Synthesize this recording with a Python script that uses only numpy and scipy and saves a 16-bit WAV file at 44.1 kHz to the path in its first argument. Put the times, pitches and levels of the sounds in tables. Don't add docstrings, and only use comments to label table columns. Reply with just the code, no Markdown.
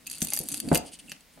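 import sys
import numpy as np
from scipy import signal
from scipy.fft import rfft, irfft
from scipy.io import wavfile

SR = 44100
rng = np.random.default_rng(int(sys.argv[2]) if len(sys.argv) > 2 else 0)


def wav_record(signal):
    frames = np.transpose(np.atleast_2d(signal))
    bounded = np.clip(frames, -1, 1)
    quanta = np.round(bounded * 32767).astype(np.int16)
    wavfile.write(sys.argv[1], SR, quanta)


N = 61739

HOOK_APART, BODY_APART, TABLE_APART, FLOOR_APART = 0.3, 0.35, 0.7, 0.45


def amp(db):
    return 10 ** (np.asarray(db) / 20)


def unit(x):
    return x / np.sqrt(np.mean(x ** 2) + 1e-20)


def struck(x):
    return x / np.sqrt(np.mean(x[..., :176] ** 2) + 1e-20)


def read(points, hz):
    f, value = np.transpose(points)
    return np.interp(np.log(hz + 1), np.log(f + 1), value)


def level(points):
    return amp(np.interp(np.arange(N) / SR, *np.transpose(points)))


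def fade(t, t60):
    return np.exp(-np.log(1000) * t / t60)


def add(mix, s, sound):
    part = mix[:, max(round(s * SR), 0):][:, :sound.shape[-1]]
    part += sound[..., :part.shape[1]]


def pair(size, apart):
    mid, side = rng.standard_normal((2, size))
    return np.array([mid + apart * side, mid - apart * side])


def colour(x, points):
    log_gain = np.log(amp(read(points, abs(np.fft.fftfreq(4096, 1 / SR)))))
    min_phase = np.exp(np.conj(signal.hilbert(log_gain)))
    impulse = np.fft.ifft(min_phase).real[:2048]
    return signal.fftconvolve(x, impulse[None], axes=1)[:, :x.shape[1]]


def ring(modes, t, apart, detune=0, spread_db=0):
    hz, db, t60 = np.transpose(modes)[:, :, None]
    drift, side, force = rng.standard_normal((3, len(modes), 1))
    angle = 2 * np.pi * hz * (1 + detune * drift) * t
    polarity = (-1) ** np.arange(len(modes))[:, None]
    size = amp(db + spread_db * force) * fade(t, t60) * polarity
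    return np.array([(size * np.sin(angle + s * apart * side)).sum(0) for s in (1, -1)])


def slips(size, per_s, spread_db, jitter, speedup=1):
    gap, force = rng.standard_normal((size // 20, 2)).T
    rate = per_s * speedup ** (np.linspace(0, 1, size) ** 2)
    turns = np.cumsum(rate) / SR
    at = np.searchsorted(turns, np.cumsum(np.exp(jitter * gap)))
    inside = at < size
    train = np.zeros(size)
    train[at[inside]] = amp(spread_db * force)[inside]
    return train[None]


def scrape(train, shape):
    slip_t60, grit_db = 0.008, -3
    burst = fade(np.arange(1000) / SR, slip_t60)
    burst = burst / np.linalg.norm(burst)
    friction = signal.fftconvolve(train, burst[None], axes=1)[:, :train.size]
    grit = friction * pair(train.size, HOOK_APART)
    return unit(colour(train + amp(grit_db) * grit, shape))


def background():
    # pitch_hz [Hz], level_db [dB]
    hiss_shape = [(15, -23), (25, 9), (229, -5.5), (354, -8.5), (463, -2.5), (1260, -7.5), (1700, -6.5),
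                  (2080, -1.5), (2600, -6), (16000, -14)]
    hiss_db = -59.5
    return amp(hiss_db) * unit(colour(pair(N, FLOOR_APART), hiss_shape))


def skitter():
    # time_s [s], level_db [dB]
    pressure = [(0, -65), (.06, -68), (.11, -45), (.2, -48), (.24, -37), (.27, -47), (.31, -45.5),
                (.35, -36), (.39, -42.5), (.45, -47), (.48, -43.5), (.51, -46.5), (.57, -39), (.62, -51),
                (.71, -46), (.765, -32.5), (.8, -53.5), (.88, -69), (1.03, -64), (1.11, -52), (1.15, -62),
                (1.28, -87), (1.34, -62), (1.4, -74)]
    # pitch_hz [Hz], level_db [dB]
    skitter_shape = [(800, -20), (2000, -17), (2700, -10), (3400, -9), (4100, -12), (4650, -3), (5400, -12),
                     (6400, -10), (7400, -3), (8400, 0), (8900, -2), (9400, 2.5), (10200, 2), (10700, -2),
                     (11500, -1), (12800, -12), (15500, -20)]
    hops_per_s, rattles_per_s = 215, 700
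    spread_db, rattle_db = 2.5, -3
    bright_db, dull_hz = -38, 10800

    hops = scrape(slips(N, hops_per_s, spread_db, jitter=0.13), skitter_shape)
    rattle = scrape(slips(N, rattles_per_s, spread_db, jitter=0.54), skitter_shape)
    bright = unit(hops + amp(rattle_db) * rattle)
    dull = signal.sosfiltfilt(signal.butter(4, dull_hz, fs=SR, output="sos"), bright)
    force = level(pressure)
    brightness = np.minimum(force / amp(bright_db), 1)
    return force * (dull + brightness * (bright - dull))


def rub():
    # time_s [s], level_db [dB]
    strength = [(0, -63.5), (.14, -57), (.2, -58), (.28, -50), (.33, -57), (.39, -52), (.46, -46),
                (.48, -57.5), (.52, -41), (.57, -47), (.61, -53), (.64, -38.5), (.69, -34), (.72, -45.5),
                (.85, -54), (.98, -64.5), (1.05, -54.5), (1.17, -61), (1.27, -74.5), (1.4, -56.5)]
    # pitch_hz [Hz], level_db [dB]
    rub_shape = [(25, -24), (80, -10), (120, -10), (165, 1), (290, 2), (390, -13), (700, -18), (1050, -34),
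                 (2000, -33), (4000, -48), (9000, -97)]
    grains_per_s = 3000
    grains = pair(N, BODY_APART) * (rng.random(N) < grains_per_s / SR)
    return level(strength) * unit(colour(grains, rub_shape))


def metal(t):
    # pitch_hz [Hz], level_db [dB], t60_s [s]
    hook_modes = [(2680, -6.5, 0.037), (3290, -18, 0.025), (3770, -12.5, 0.039), (4626, 5, 0.025),
                  (6380, -5.5, 0.038), (6700, -15, 0.0045), (8400, -2, 0.023), (9330, -7.5, 0.017),
                  (10100, -8, 0.013), (10840, 7.5, 0.014), (11740, 9.5, 0.012), (13800, -9, .02)]
    # pitch_hz [Hz], level_db [dB]
    contact_shape = [(300, -40), (1200, -7.5), (2100, -6.5), (2600, -0.5), (5000, 4.5), (8000, 0.5),
                     (11000, 4), (13500, -7), (16000, -23.5)]
    contact_db, contact_t60 = -0.5, 0.008
    contact = struck(colour(pair(len(t), HOOK_APART) * fade(t, contact_t60), contact_shape))
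    modes = struck(ring(hook_modes, t, HOOK_APART, detune=0.018, spread_db=4))
    return amp(contact_db) * contact + modes


def clinks():
    # start_s [s], level_db [dB],
    # low_ring_db [dB], top_sizzle_db [dB], strongest_ring_hz [Hz]
    clink_list = [(0.06, -47, 1, -20, 8500), (0.0665, -36.5, -1, -11, 6400), (0.0703, -25, -10, -8, 2710),
                  (0.0762, -32.5, -3.5, -7, 2590), (0.099, -24, -9, -17, 11300),
                  (0.1134, -23.5, -10.5, -29, 11000), (0.1156, -29.5, -8, -8, 9200),
                  (0.1295, -28, -8.5, -13, 9800), (0.1374, -32.5, -5, -18, 9200),
                  (0.148, -32.5, -7, -23, 9300), (0.154, -34, -7, -10, 9300), (0.1638, -35, -7, -13, 7900),
                  (0.1747, -43.5, 3.5, -12, 9300), (0.1827, -33, -7.5, -10, 8950),
                  (0.2058, -29, -12.5, -9, 9600), (0.2182, -13, -10, -15, 6290),
                  (0.2263, -16.5, -27, -9, 8400), (0.2365, -36, -25, -8, 9340),
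                  (0.2468, -24, -17, -15, 8170), (0.2487, -24.5, -15, -2.5, 12300),
                  (0.271, -25.5, -7, -10, 8840), (0.285, -24, -11.5, -15, 9900),
                  (0.2873, -45.5, 8.5, -33, 2530), (0.3035, -20, -17, -38, 9660),
                  (0.3203, -38.5, 6, -12, 4600), (0.335, -11, -16.5, -6.5, 11340),
                  (0.34, -26.5, -6, 0, 9700), (0.3476, -28, -16, -6, 10400), (0.353, -25, -16, -20, 10500),
                  (0.3644, -19, -17, -10, 10100), (0.3737, -22.5, -2.5, -2.5, 4760),
                  (0.3897, -16, -15, -6, 9330), (0.4006, -27.5, -16, -5, 6400),
                  (0.4127, -26.5, -17, -34, 11200), (0.4217, -36, -25, -11, 11100),
                  (0.4324, -35, -18, -22, 9600), (0.437, -31.5, -18, -7, 9330),
                  (0.4425, -41, -16, -16, 10200), (0.4575, -41, -18, -12, 10000),
                  (0.4868, -20, -13, -7.5, 10000), (0.496, -31, -24, -24, 9000),
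                  (0.5026, -30, -7.5, -24, 9100), (0.5167, -22.5, -15, -31, 9550),
                  (0.5211, -23.5, -13, -11, 10440), (0.5265, -22.5, -18, -27, 8100),
                  (0.5397, -25.5, -10, -22, 9600), (0.5431, -17.5, -9.5, -8.5, 9360),
                  (0.5518, -32, -25, -24, 8000), (0.565, -38, -5, -28, 8900),
                  (0.5779, -27.5, -7.5, -19, 8500), (0.6013, -19, -9, -9.5, 9980),
                  (0.6038, -27, -8, -27, 10100), (0.6875, -28.5, -2, -14, 4560),
                  (0.73, -25.5, -9.5, -24, 8000), (0.7388, -29.5, -2, -21, 8400),
                  (0.747, -10.5, -14, -6, 11620), (0.7532, -15, -11, -6.5, 8900),
                  (0.7559, -19.5, -8.5, -20, 6340), (0.7616, -24.5, -2, -3.5, 11700),
                  (0.7738, -16.5, -8.5, -12.5, 4920), (0.7776, -28, -24, 2, 11800),
                  (1.0958, -35.5, -6, -13, 7560), (1.1182, -42, -1, 3, 6330), (1.124, -38, -3.5, -6, 11900),
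                  (1.2074, -45, -7, -13, 7900)]
    clink_trim_db, low_trim_db, top_trim_db = -9, 2.5, 7
    own_ring_db, own_ring_cycles = -1, 100
    rebound_db = -15
    low_edge_hz, top_edge_hz = 5500, 11500

    out, t = np.zeros((2, N)), np.arange(4096) / SR
    low_band = signal.butter(6, low_edge_hz, "low", fs=SR, output="sos")
    mid_band = signal.butter(6, [low_edge_hz, top_edge_hz], "band", fs=SR, output="sos")
    top_band = signal.butter(6, top_edge_hz, "high", fs=SR, output="sos")
    for s, db, low_db, top_db, ring_hz in clink_list:
        own_ring = struck(ring([(ring_hz, 0, own_ring_cycles / ring_hz)], t, HOOK_APART))
        touch = metal(t) + amp(own_ring_db) * own_ring
        rebound_s = rng.uniform(0.000269, 0.00832)
        add(touch, rebound_s, amp(rebound_db) * metal(t))
        low = amp(low_db + low_trim_db) * struck(signal.sosfilt(low_band, touch))
        mid = struck(signal.sosfilt(mid_band, touch))
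        top = amp(top_db + top_trim_db) * struck(signal.sosfilt(top_band, touch))
        pan_db = rng.uniform(-1.5, 1.5)
        add(out, s, amp(db + clink_trim_db) * amp([[pan_db], [-pan_db]]) * (low + mid + top))
    return out


def flicks():
    # start_s [s], level_db [dB], pitch_hz [Hz]
    flick_list = [(0.0675, -41.5, 2625), (1.078, -53, 2830), (1.084, -48, 2680), (1.097, -47, 2670),
                  (1.107, -52, 2680), (1.1188, -41.5, 2680), (1.134, -51, 2700)]
    rise_s, flick_t60 = 0.0008, 0.022
    out, t = np.zeros((2, N)), np.arange(4000) / SR
    for s, db, hz in flick_list:
        note = ring([(hz, 0, flick_t60)], t, HOOK_APART)
        add(out, s, amp(db) * struck(note * np.minimum(t / rise_s, 1)))
    return out


def snap(t, t60, grit_db, apart):
    grit = pair(len(t), apart) * fade(t, t60)
    return (t == 0) + amp(grit_db) * grit / np.linalg.norm(grit[0])


def taps():
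    # start_s [s], level_db [dB], cavity_ring_db [dB against the knock]
    tap_list = [(0.219, -38.5, -8.5), (0.3231, -37.5, -1.5), (.3315, -47, 4.5), (0.372, -43, -2.5),
                (0.5433, -43, -8), (.602, -44.5, -28), (0.7468, -30.5, -8), (.756, -22.5, -14),
                (1.118, -33.5, -17.5), (1.165, -55, -24)]
    # pitch_hz [Hz], level_db [dB]
    shell_shape = [(200, -23), (700, -14), (1100, -9.5), (1500, 0), (1900, -1), (2200, 0), (2700, 7.5),
                   (3200, -0.5), (4100, -6.5), (4800, -1.5), (6400, -0.5), (7500, -16), (14000, -55)]
    # pitch_hz [Hz], level_db [dB], t60_s [s]
    cavity_modes = [(604, 8, 0.031), (815, 8, 0.041), (1155, -4, 0.089), (1780, -23, 0.019),
                    (2140, 8.5, 0.043)]
    out, t = np.zeros((2, N)), np.arange(4000) / SR
    for s, db, cavity_db in tap_list:
        click = snap(t, t60=0.02, grit_db=-2, apart=BODY_APART)
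        knock = struck(colour(click, shell_shape))
        cavity = struck(ring(cavity_modes, t, BODY_APART))
        add(out, s, amp(db) * (knock + amp(cavity_db) * cavity))
    return out


def thumps():
    # start_s [s], level_db [dB], push_pitch_hz [Hz], dull_above_hz [Hz]
    thump_list = [(0.2212, -28, 214, 280), (0.4034, -34.5, 148, 550), (0.443, -55, 315, 590),
                  (0.675, -33, 224, 450), (0.7158, -14, 282, 1150), (0.7273, -18.5, 177, 650),
                  (.755, -26.5, 380, 900), (1.117, -49, 194, 348), (1.375, -49.5, 627, 1420)]
    # pitch_hz [Hz], level_db [dB], t60_s [s]
    table_modes = [(78.5, -9.5, 0.26), (158.5, -4, 0.11), (254, -8, 0.15), (323, -24, 0.064),
                   (427.6, -1.5, 0.084), (503, -10, 0.19), (559.6, -9, 0.22), (643, -2.5, 0.16),
                   (724, -1.5, 0.27), (900.5, -8, 0.19)]
    # pitch_hz [Hz], level_db [dB]
    crack_shape = [(300, -6.5), (900, 0.5), (1150, -3), (1450, 1.5), (1900, -8), (2600, -3), (3100, -23),
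                   (8000, -28)]
    thud_shape = [(25, -0.5), (70, -11), (150, 3), (400, 3.5), (850, 3.5), (1100, -6.5), (2200, -23),
                  (3200, -20.5)]
    boom_shape = [(30, -3), (80, -3.5), (150, -9), (250, 0), (420, -1.5), (720, 2), (930, -2),
                  (1100, -10.5), (1500, -14), (3000, -34.5)]
    push_db, push_t60 = 15.5, 0.023
    # shape, level dB, t60 s
    layers = [(crack_shape, -1.5, 0.034), (thud_shape, 7.5, 0.062), (boom_shape, -2.5, 0.33)]

    out, t = np.zeros((2, N)), np.arange(SR // 2) / SR
    for s, db, push_hz, dull_hz in thump_list:
        push = amp(push_db) * -np.sin(2 * np.pi * push_hz * t) * fade(t, push_t60)
        wood = sum(amp(part_db) * unit(colour(pair(len(t), BODY_APART), shape)) * fade(t, t60)
                   for shape, part_db, t60 in layers)
        blow = push + wood + ring(table_modes, t, TABLE_APART)
        blow = signal.sosfilt(signal.butter(2, dull_hz, fs=SR, output="sos"), blow)
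        add(out, s, amp(db) * blow / np.std(blow[:, :SR // 50]))
    return colour(out, [(20, -15), (60, -6.0), (120, -10.5), (160, 0), (1000, -7), (2000, 4.0)])


def creaks():
    # start_s [s], length_s [s], level_db [dB], first_slip_rate [slips per s]
    creak_list = [(0.845, 0.061, -48.5, 217), (0.913, 0.056, -46.5, 225), (0.986, 0.025, -46.5, 260)]
    # pitch_hz [Hz], level_db [dB]
    creak_shape = [(1000, -22), (2200, -6.5), (2950, 6.5), (3900, -2.5), (4680, 5), (5600, -4.5), (6480, 2),
                   (7100, -3), (7900, 6.5), (8350, -1), (8850, 14.5), (9800, -2.5), (10400, 7), (11300, -3),
                   (12500, -14), (15000, -30)]
    speedup, dull_hz = 1.9, 6000
    swell_power = 0.8
    out = np.zeros((2, N))
    for s, length, db, per_s in creak_list:
        along = np.linspace(0, 1, int(length * SR))
        train = slips(along.size, per_s, spread_db=1.5, jitter=0.027, speedup=speedup)
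        creak = scrape(train * np.sin(np.pi * along ** swell_power), creak_shape)
        dull = signal.sosfiltfilt(signal.butter(2, dull_hz, fs=SR, output="sos"), creak)
        add(out, s, amp(db) * (creak + along ** 2 * (dull - creak)))
    return out


def room(x, t60s):
    hz, t, z = signal.stft(rng.standard_normal((2, SR // 2)), SR, nperseg=128)
    decay = fade(t, read(t60s, hz)[:, None])
    tail = signal.istft(z * decay, SR, nperseg=128)[1]
    tail[:, :SR // 400] = 0
    return signal.fftconvolve(x, tail / np.linalg.norm(tail[0]), axes=1)[:, :N]


def scene():
    # pitch_hz [Hz], t60_s [s]
    room_t60 = [(100, 0.075), (500, 0.33), (3000, 0.27), (8000, 0.17), (15000, 0.021)]
    near_t60, near_db = 0.02, -11
    hook_room_db, body_room_db = -13.5, -18

    hooks = skitter() + clinks() + flicks() + taps() + creaks()
    body = rub() + thumps()
    near = amp(near_db) * room(hooks, [(1000, near_t60)])
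    far = room(amp(hook_room_db) * hooks + amp(body_room_db) * body, room_t60)
    return hooks + body + near + far + background()


def record(dry):
    # pitch_hz [Hz], gain_db [dB]
    width = [(30, 6), (70, 1), (150, -1), (300, 2), (600, 1), (1000, 8), (2400, -5), (4500, 4), (8000, 1),
             (13000, -5)]
    left_db, cutoff_hz = 0.23, 15900
    mid = dry.mean(0)
    side_gain = amp(read(width, np.fft.rfftfreq(N, 1 / SR)))
    side = irfft(rfft(dry[0] - mid) * side_gain, N)
    both = np.array([mid + side, mid - side]) * amp([[left_db], [-left_db]])
    low_pass = signal.firwin(255, cutoff_hz, window=("kaiser", 9), fs=SR)
    return signal.oaconvolve(both, low_pass[None], "same")


dry = scene()
out = record(dry)
wav_record(out)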